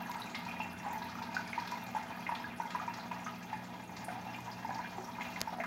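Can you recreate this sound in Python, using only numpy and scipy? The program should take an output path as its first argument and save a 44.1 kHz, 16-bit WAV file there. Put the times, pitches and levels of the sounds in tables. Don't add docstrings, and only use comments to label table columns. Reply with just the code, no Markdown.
import sys
import numpy as np
from scipy import signal
from scipy.fft import rfft, irfft
from scipy.io import wavfile

SR = 44100
rng = np.random.default_rng(int(sys.argv[2]) if len(sys.argv) > 2 else 0)


def master(y):
    cut = np.clip(np.atleast_2d(y).T, -1, 1)
    pcm = np.round(cut * 32767)
    wavfile.write(sys.argv[1], SR, pcm.astype(np.int16))


N = 249606
TIME = np.arange(N) / SR
FREQS = np.fft.rfftfreq(N, 1 / SR)


def amp(db):
    return 10 ** (np.asarray(db) / 20)


def unit_rms(x):
    return x / np.sqrt(np.mean(x ** 2) + 1e-20)


def curve_db(points, hz):
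    f, db = np.transpose(points)
    return np.interp(np.log(hz + 1), np.log(f + 1), db)


def add(mix, s, sound):
    part = mix[max(round(s * SR), 0):][:len(sound)]
    part += sound[:len(part)]


def noise(colour):
    return unit_rms(irfft(rfft(rng.standard_normal(N)) * amp(curve_db(colour, FREQS)), N))


def drift(rate_hz):
    spectrum = rfft(rng.standard_normal(N)) * np.exp(-(FREQS / rate_hz) ** 2) * (FREQS > 0)
    return unit_rms(irfft(spectrum, N))


def resonate(x, hz, q):
    return signal.lfilter(*signal.iirpeak(hz, q, SR), x)


def bell(x, hz, width_hz, db):
    return x + (amp(db) - 1) * resonate(x, hz, hz / width_hz)


def lean(s, start_s=2.71, in_s=1.0, end_s=5.26, out_s=0.52):
    return np.clip(np.minimum((s - start_s) / in_s, (end_s - s) / out_s), 0, 1)


# f/Hz, relative level/dB
ROOM_TONE_EQ = [(20, -32), (45, -12), (65, -12), (88, -5.5), (110, -2), (160, -5), (220, 5), (290, -4.5),
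                (420, -10), (700, -8), (1500, -30.5), (8500, -37), (12000, -35), (16000, -36)]
def room_tone(level_db=-52.5):
    return amp(level_db) * noise(ROOM_TONE_EQ)


# mains multiple, level/dB, change leaning in/dB
HUM_PARTIALS = [(2, -65.5, 7.5), (3, -55, 0.5), (4, -55.5, -4.5), (5, -68.5, 0.5), (7, -70.5, -2),
                (11, -61, -2)]
# t/s, level/dB
DRONE_FADER = [(0.35, -81), (0.53, -60.5), (1.83, -66.5), (2.18, -75), (2.43, -61), (2.86, -79),
               (4.33, -67), (5.66, -83)]
def pump(mains_hz=60, drone_hz=88.7, drone_trim_db=-1, waver_db=2.0, waver_hz=12):
    partials = [(round(k) * mains_hz, db + lean_db * lean(TIME)) for k, db, lean_db in HUM_PARTIALS]
    partials.append((drone_hz, drone_trim_db + np.interp(TIME, *np.transpose(DRONE_FADER))))
    out = np.zeros(N)
    for hz, db in partials:
        rms = amp(db + waver_db * drift(waver_hz))
        out += np.sqrt(2) * rms * np.sin(2 * np.pi * (hz * TIME + rng.random()))
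    return out


# f/Hz, relative level/dB, t60/s
HOUSING_MODES = [(137, -19, 0.016), (690, -12.5, 0.0087), (2350, -3.5, 0.0022), (4920, 5.5, 0.0022),
                 (6330, -3.5, 0.0036), (11250, -1, 0.0013)]
# t/s, level/dB
TICK_CUES = [(0.1165, -38), (5.406, -35), (5.4153, -20)]
def ticks(size=3000):
    t, out = np.arange(size) / SR, np.zeros(N)
    tap = sum(amp(db - 60 * t / t60) * np.sin(2 * np.pi * hz * t) for hz, db, t60 in HOUSING_MODES)
    for s, db in TICK_CUES:
        add(out, s, -amp(db) * tap)
    return out


def room_reverb(x, t60=0.67, wet_db=-12, predelay_s=0.011, size=22000):
    t = np.arange(size) / SR
    tail = rng.standard_normal(size) * amp(-60 * t / t60) * (t > predelay_s)
    return x + amp(wet_db) * signal.fftconvolve(x, tail / np.linalg.norm(tail))[:N]


# f/Hz, width/Hz, gain/dB
AIR_MODES = [(866, 28, 2.5), (958, 24, 2), (990, 20, -3), (1242, 18, -1), (1668, 16, 3.5), (1860, 16, 0),
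             (2117, 26, 2), (2252, 14, -1), (2410, 14, 7), (2450, 16, 3), (2706, 13, 7.5), (3290, 24, -1)]
def tank_ring(x):
    return sum(amp(db) * resonate(x, hz, hz / width) for hz, width, db in AIR_MODES)


# f/Hz, width/Hz, gain/dB
TANK_DIPS = [(1057, 70, -6.5), (1770, 30, -4), (2280, 200, -4.5)]
def tank_hollow(x, rim_db=-2.5):
    for hz, width, db in TANK_DIPS:
        x = bell(x, hz, width, db)
    return bell(x, hz=1280, width_hz=500, db=rim_db * lean(TIME))


# t/s, level/dB
STREAM_FADER = [(0.0, -48.5), (0.22, -50), (2.47, -50.5), (3.39, -50.5), (3.78, -51.5), (5.49, -49),
                (5.66, -57.5)]
def stream_db(s):
    times, db = np.transpose(STREAM_FADER)
    return np.interp(s, times, db - np.mean(db))


# f/Hz, relative level/dB
SPRAY_EQ = [(400, -55), (700, 1.5), (950, 0), (1300, -4), (2400, -13.5), (3200, -15.5), (4200, -18),
            (6800, -24), (8300, -49.5), (12000, -34), (16000, -29.5)]
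def spray(level_db=-55.5, follow=1.53, lean_db=1.5, flutter_db=3.5, flutter_hz=30):
    fader_db = level_db + follow * stream_db(TIME) + lean_db * lean(TIME)
    return noise(SPRAY_EQ) * amp(fader_db + flutter_db * drift(flutter_hz))


def burst(attack_s, decay_s, tail_db, tail_s, size):
    t = np.arange(size) / SR
    envelope = (1 - np.exp(-t / attack_s)) * (np.exp(-t / decay_s) + amp(tail_db) * np.exp(-t / tail_s))
    return envelope * rng.standard_normal(size)


def pop(hz):
    snap = burst(attack_s=0.0012, decay_s=0.006, tail_db=-14, tail_s=0.08, size=5000)
    skirt = resonate(snap, hz, q=0.83)
    sound = resonate(skirt, hz, q=8)
    return sound / abs(sound).max()


# t/s, level/dB, f/Hz
POP_CUES = [(0.019, -49, 13700), (0.0957, -45, 13000), (0.165, -53, 8200), (0.2, -46.5, 11300),
            (0.929, -42, 14200), (1.041, -49, 12100), (1.346, -51, 14600), (1.499, -53, 9800),
            (1.673, -53, 11900), (1.7135, -49, 13000), (1.8347, -47, 13300), (4.044, -41, 9550)]
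def surface_pops(cue_trim_db=-1, per_s=34, crackle_db=-59.5, spread_db=3.5, lean_db=-3,
                 low_hz=9800, high_hz=15300, count=300):
    out = np.zeros(N)
    for s, db, hz in POP_CUES:
        add(out, s, amp(db + cue_trim_db) * pop(hz))
    draws = zip(rng.random((count, 2)), rng.standard_normal(count))
    for slot, ((jitter, smallness), strength) in enumerate(draws):
        s = (slot + 2 * jitter) / per_s
        db = crackle_db + stream_db(s) + lean_db * lean(s) + spread_db * min(strength, 2)
        add(out, s, amp(db) * pop(low_hz * (high_hz / low_hz) ** smallness))
    return out


# f/Hz, relative level/dB
SLAP_EQ = [(500, -40), (1000, 10.5), (2400, 3.5), (3100, -7), (4400, -5.5), (6800, -10.5), (8300, -18),
           (12000, -20), (16000, -28)]
def slap(boost_hz, boost_db=14, boost_octaves=0.54, size=6000):
    hit = burst(attack_s=0.0016, decay_s=0.0076, tail_db=-11, tail_s=0.089, size=size)
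    hz = np.fft.rfftfreq(2 * size, 1 / SR)
    boost = boost_db * np.exp(-(np.log2((hz + 1) / boost_hz) / boost_octaves) ** 2)
    sound = irfft(rfft(hit, 2 * size) * amp(curve_db(SLAP_EQ, hz) + boost))[:size]
    return sound / abs(sound).max()


# t/s, level/dB, f/Hz
DROP_CUES = [(0.3473, -33.5, 3870), (0.5167, -41.5, 3270), (1.0837, -40.5, 3950), (1.222, -39, 4400),
             (1.3447, -36.5, 4700), (1.5982, -38, 4830), (1.673, -35.5, 3900), (1.712, -40, 5900),
             (1.8622, -43, 4000), (2.266, -34.5, 2370), (2.349, -35, 3500), (2.7045, -37, 3860),
             (2.9366, -39, 4840), (3.114, -35.5, 2550), (3.262, -35, 1250), (3.426, -43.5, 6100),
             (3.531, -39.5, 2060), (3.9656, -38, 5360), (4.084, -38.5, 1600), (4.342, -38.5, 2710),
             (4.7442, -38, 5100), (5.213, -35.5, 2870), (5.249, -37.5, 2800), (5.602, -37.5, 2050),
             (5.635, -29.5, 1390)]
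def spatter(per_s=50, light_db=-50.5, spread_db=3, lean_db=-2, low_hz=1300, high_hz=7000, count=400):
    out = np.zeros(N)
    for s, db, hz in DROP_CUES:
        add(out, s, amp(db) * slap(hz))
    draws = zip(rng.random(count), rng.standard_normal(count))
    for slot, (jitter, strength) in enumerate(draws):
        s = (slot + 2 * jitter) / per_s
        if s < N / SR:
            db = light_db + stream_db(s) + lean_db * lean(s) + spread_db * min(strength, 2)
            add(out, s, amp(db) * slap(low_hz * (high_hz / low_hz) ** rng.random()))
    return out


def bubble(hz, decay_cycles=5.64, attack_cycles=0.47, glass_db=-7.0, glass_t60=0.17, size=8000):
    t, smallness = np.arange(size) / SR, hz / 950
    cycles = hz * t
    attack = 1 - np.exp(-cycles / attack_cycles)
    decay = np.exp(-cycles / decay_cycles * smallness ** 0.051)
    ring = unit_rms(np.sin(2 * np.pi * cycles) * attack * decay)
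    paths = rng.standard_normal(size) * amp(-60 * t / glass_t60) * np.clip(t / 0.0011 - 0.5, 0, 1)
    reflections = unit_rms(signal.fftconvolve(ring, paths)[:size])
    wet_db = glass_db + 5.0 * np.log2(smallness)
    sound = ring + amp(wet_db) * reflections
    return sound / abs(sound).max()


# low f/Hz, high f/Hz, rate/(1/s), level/dB, change leaning in/dB
BUBBLE_SWARMS = [(735, 1054, 24, -50, -0.5), (1157, 2680, 85, -50, -5), (2940, 7130, 45, -56, -2)]
def trickle(spread_db=3.5, follow=0.98, max_per_swarm=400):
    out = np.zeros(N)
    for low_hz, high_hz, per_s, swarm_db, lean_db in BUBBLE_SWARMS:
        draws = zip(rng.random((max_per_swarm, 2)), rng.standard_normal(max_per_swarm))
        for slot, ((jitter, smallness), strength) in enumerate(draws):
            s = (slot + 2 * jitter) / per_s
            if s < N / SR:
                db = swarm_db + follow * stream_db(s) + lean_db * lean(s) + spread_db * min(strength, 2)
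                add(out, s, amp(db) * bubble(low_hz * (high_hz / low_hz) ** smallness, size=4000))
    return out


# t/s, level/dB, f/Hz
PLOP_CUES = [(0.02, -39.5, 950), (0.095, -32, 976), (0.155, -32, 898), (0.219, -33.5, 3920),
             (0.346, -31, 2130), (0.451, -44, 4200), (0.464, -37, 930), (0.488, -36.5, 2430),
             (0.512, -37, 2440), (0.601, -29.5, 900), (0.604, -33, 2690), (0.617, -33.5, 2650),
             (0.741, -38, 1500), (0.85, -33.5, 1020), (0.863, -30.5, 815), (0.904, -35, 976),
             (0.93, -33.5, 847), (0.957, -34.5, 880), (1.017, -35.5, 960), (1.023, -40, 4040),
             (1.154, -34.5, 1215), (1.217, -33.5, 924), (1.344, -36.5, 770), (1.3665, -21.5, 1520),
             (1.394, -37.5, 920), (1.531, -28.5, 2174), (1.578, -25.5, 925), (1.721, -28.5, 970),
             (1.949, -26.5, 864), (1.963, -29.5, 883), (2.105, -36.5, 910), (2.266, -29.5, 2030),
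             (2.291, -25, 963), (2.321, -29, 905), (2.404, -40.5, 927), (2.443, -33, 1640),
             (2.6, -25.5, 908), (2.654, -34, 927), (2.749, -25, 1010), (2.799, -30.5, 1210),
             (2.878, -29, 932), (2.999, -40, 4130), (3.113, -29.5, 946), (3.245, -41.5, 6230),
             (3.265, -29, 1260), (3.529, -29, 880), (3.893, -39.5, 914), (4.083, -30.5, 726),
             (4.158, -35, 756), (4.267, -35.5, 790), (4.479, -34.5, 956), (4.515, -40.5, 4900),
             (4.6471, -30.5, 908), (4.692, -29.5, 767), (4.706, -32, 980), (4.707, -36.5, 1680),
             (4.756, -30.5, 887), (4.79, -29, 947), (4.847, -33.5, 1610), (4.858, -41.5, 2450),
             (4.982, -31, 792), (4.984, -38.5, 370), (5.045, -43, 5740), (5.088, -35.5, 953),
             (5.185, -31, 970), (5.21, -30.5, 2100), (5.361, -32.5, 2090), (5.474, -30, 890),
             (5.528, -31.5, 732), (5.585, -33, 744), (5.599, -30.5, 665), (5.602, -28.5, 2070)]
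def plops(ring_trim_db=-2.0, large_below_hz=1300, slap_db=-15, shed_db=-17.0, shed_s=0.063, shed_count=3,
          echo_s=0.017, echo_spread_s=0.00217, echo_db=-7):
    out = np.zeros(N)
    for s, db, hz in PLOP_CUES:
        ring = amp(db + ring_trim_db) * bubble(hz)
        add(out, s, ring)
        if hz < large_below_hz:
            delay_s = echo_s + echo_spread_s * rng.uniform(-0.92, 1)
            add(out, s + delay_s, amp(echo_db) * ring)
            add(out, s, amp(db + slap_db) * slap(boost_hz=1800))
            for wait, smallness in rng.random((shed_count, 2)):
                add(out, s + shed_s * wait, amp(db + shed_db) * bubble(hz * 2.32 ** smallness))
    return out


def scene(plop_send_db=-4, texture_send_db=1.5):
    lead, hiss, crackle = plops(), spray(), surface_pops()
    background = pump() + room_tone() + ticks()
    texture = hiss + spatter() + trickle()
    bright_lead = bell(lead, hz=2500, width_hz=700, db=8)
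    tank_send = amp(texture_send_db) * texture + amp(plop_send_db) * bright_lead
    water = room_reverb(tank_hollow(lead + texture + tank_ring(tank_send)))
    mono = water + crackle + background
    return np.array([mono, mono])


def record(dry, low_cut_hz=42, hiss_db=-78, high_cut_hz=15900):
    heard = signal.sosfilt(signal.butter(2, low_cut_hz, "high", fs=SR, output="sos"), dry)
    hiss_eq = [(5000, 1.5), (9000, -6), (13000, 19.0), (16000, -8)]  # f/Hz, relative level/dB
    hiss = amp(hiss_db) * np.array([noise(hiss_eq), noise(hiss_eq)])
    high_cut = signal.firwin(511, high_cut_hz, window=("kaiser", 9), fs=SR)
    return signal.oaconvolve(heard + hiss, high_cut[None], "same")


dry = scene()
out = record(dry)
master(out)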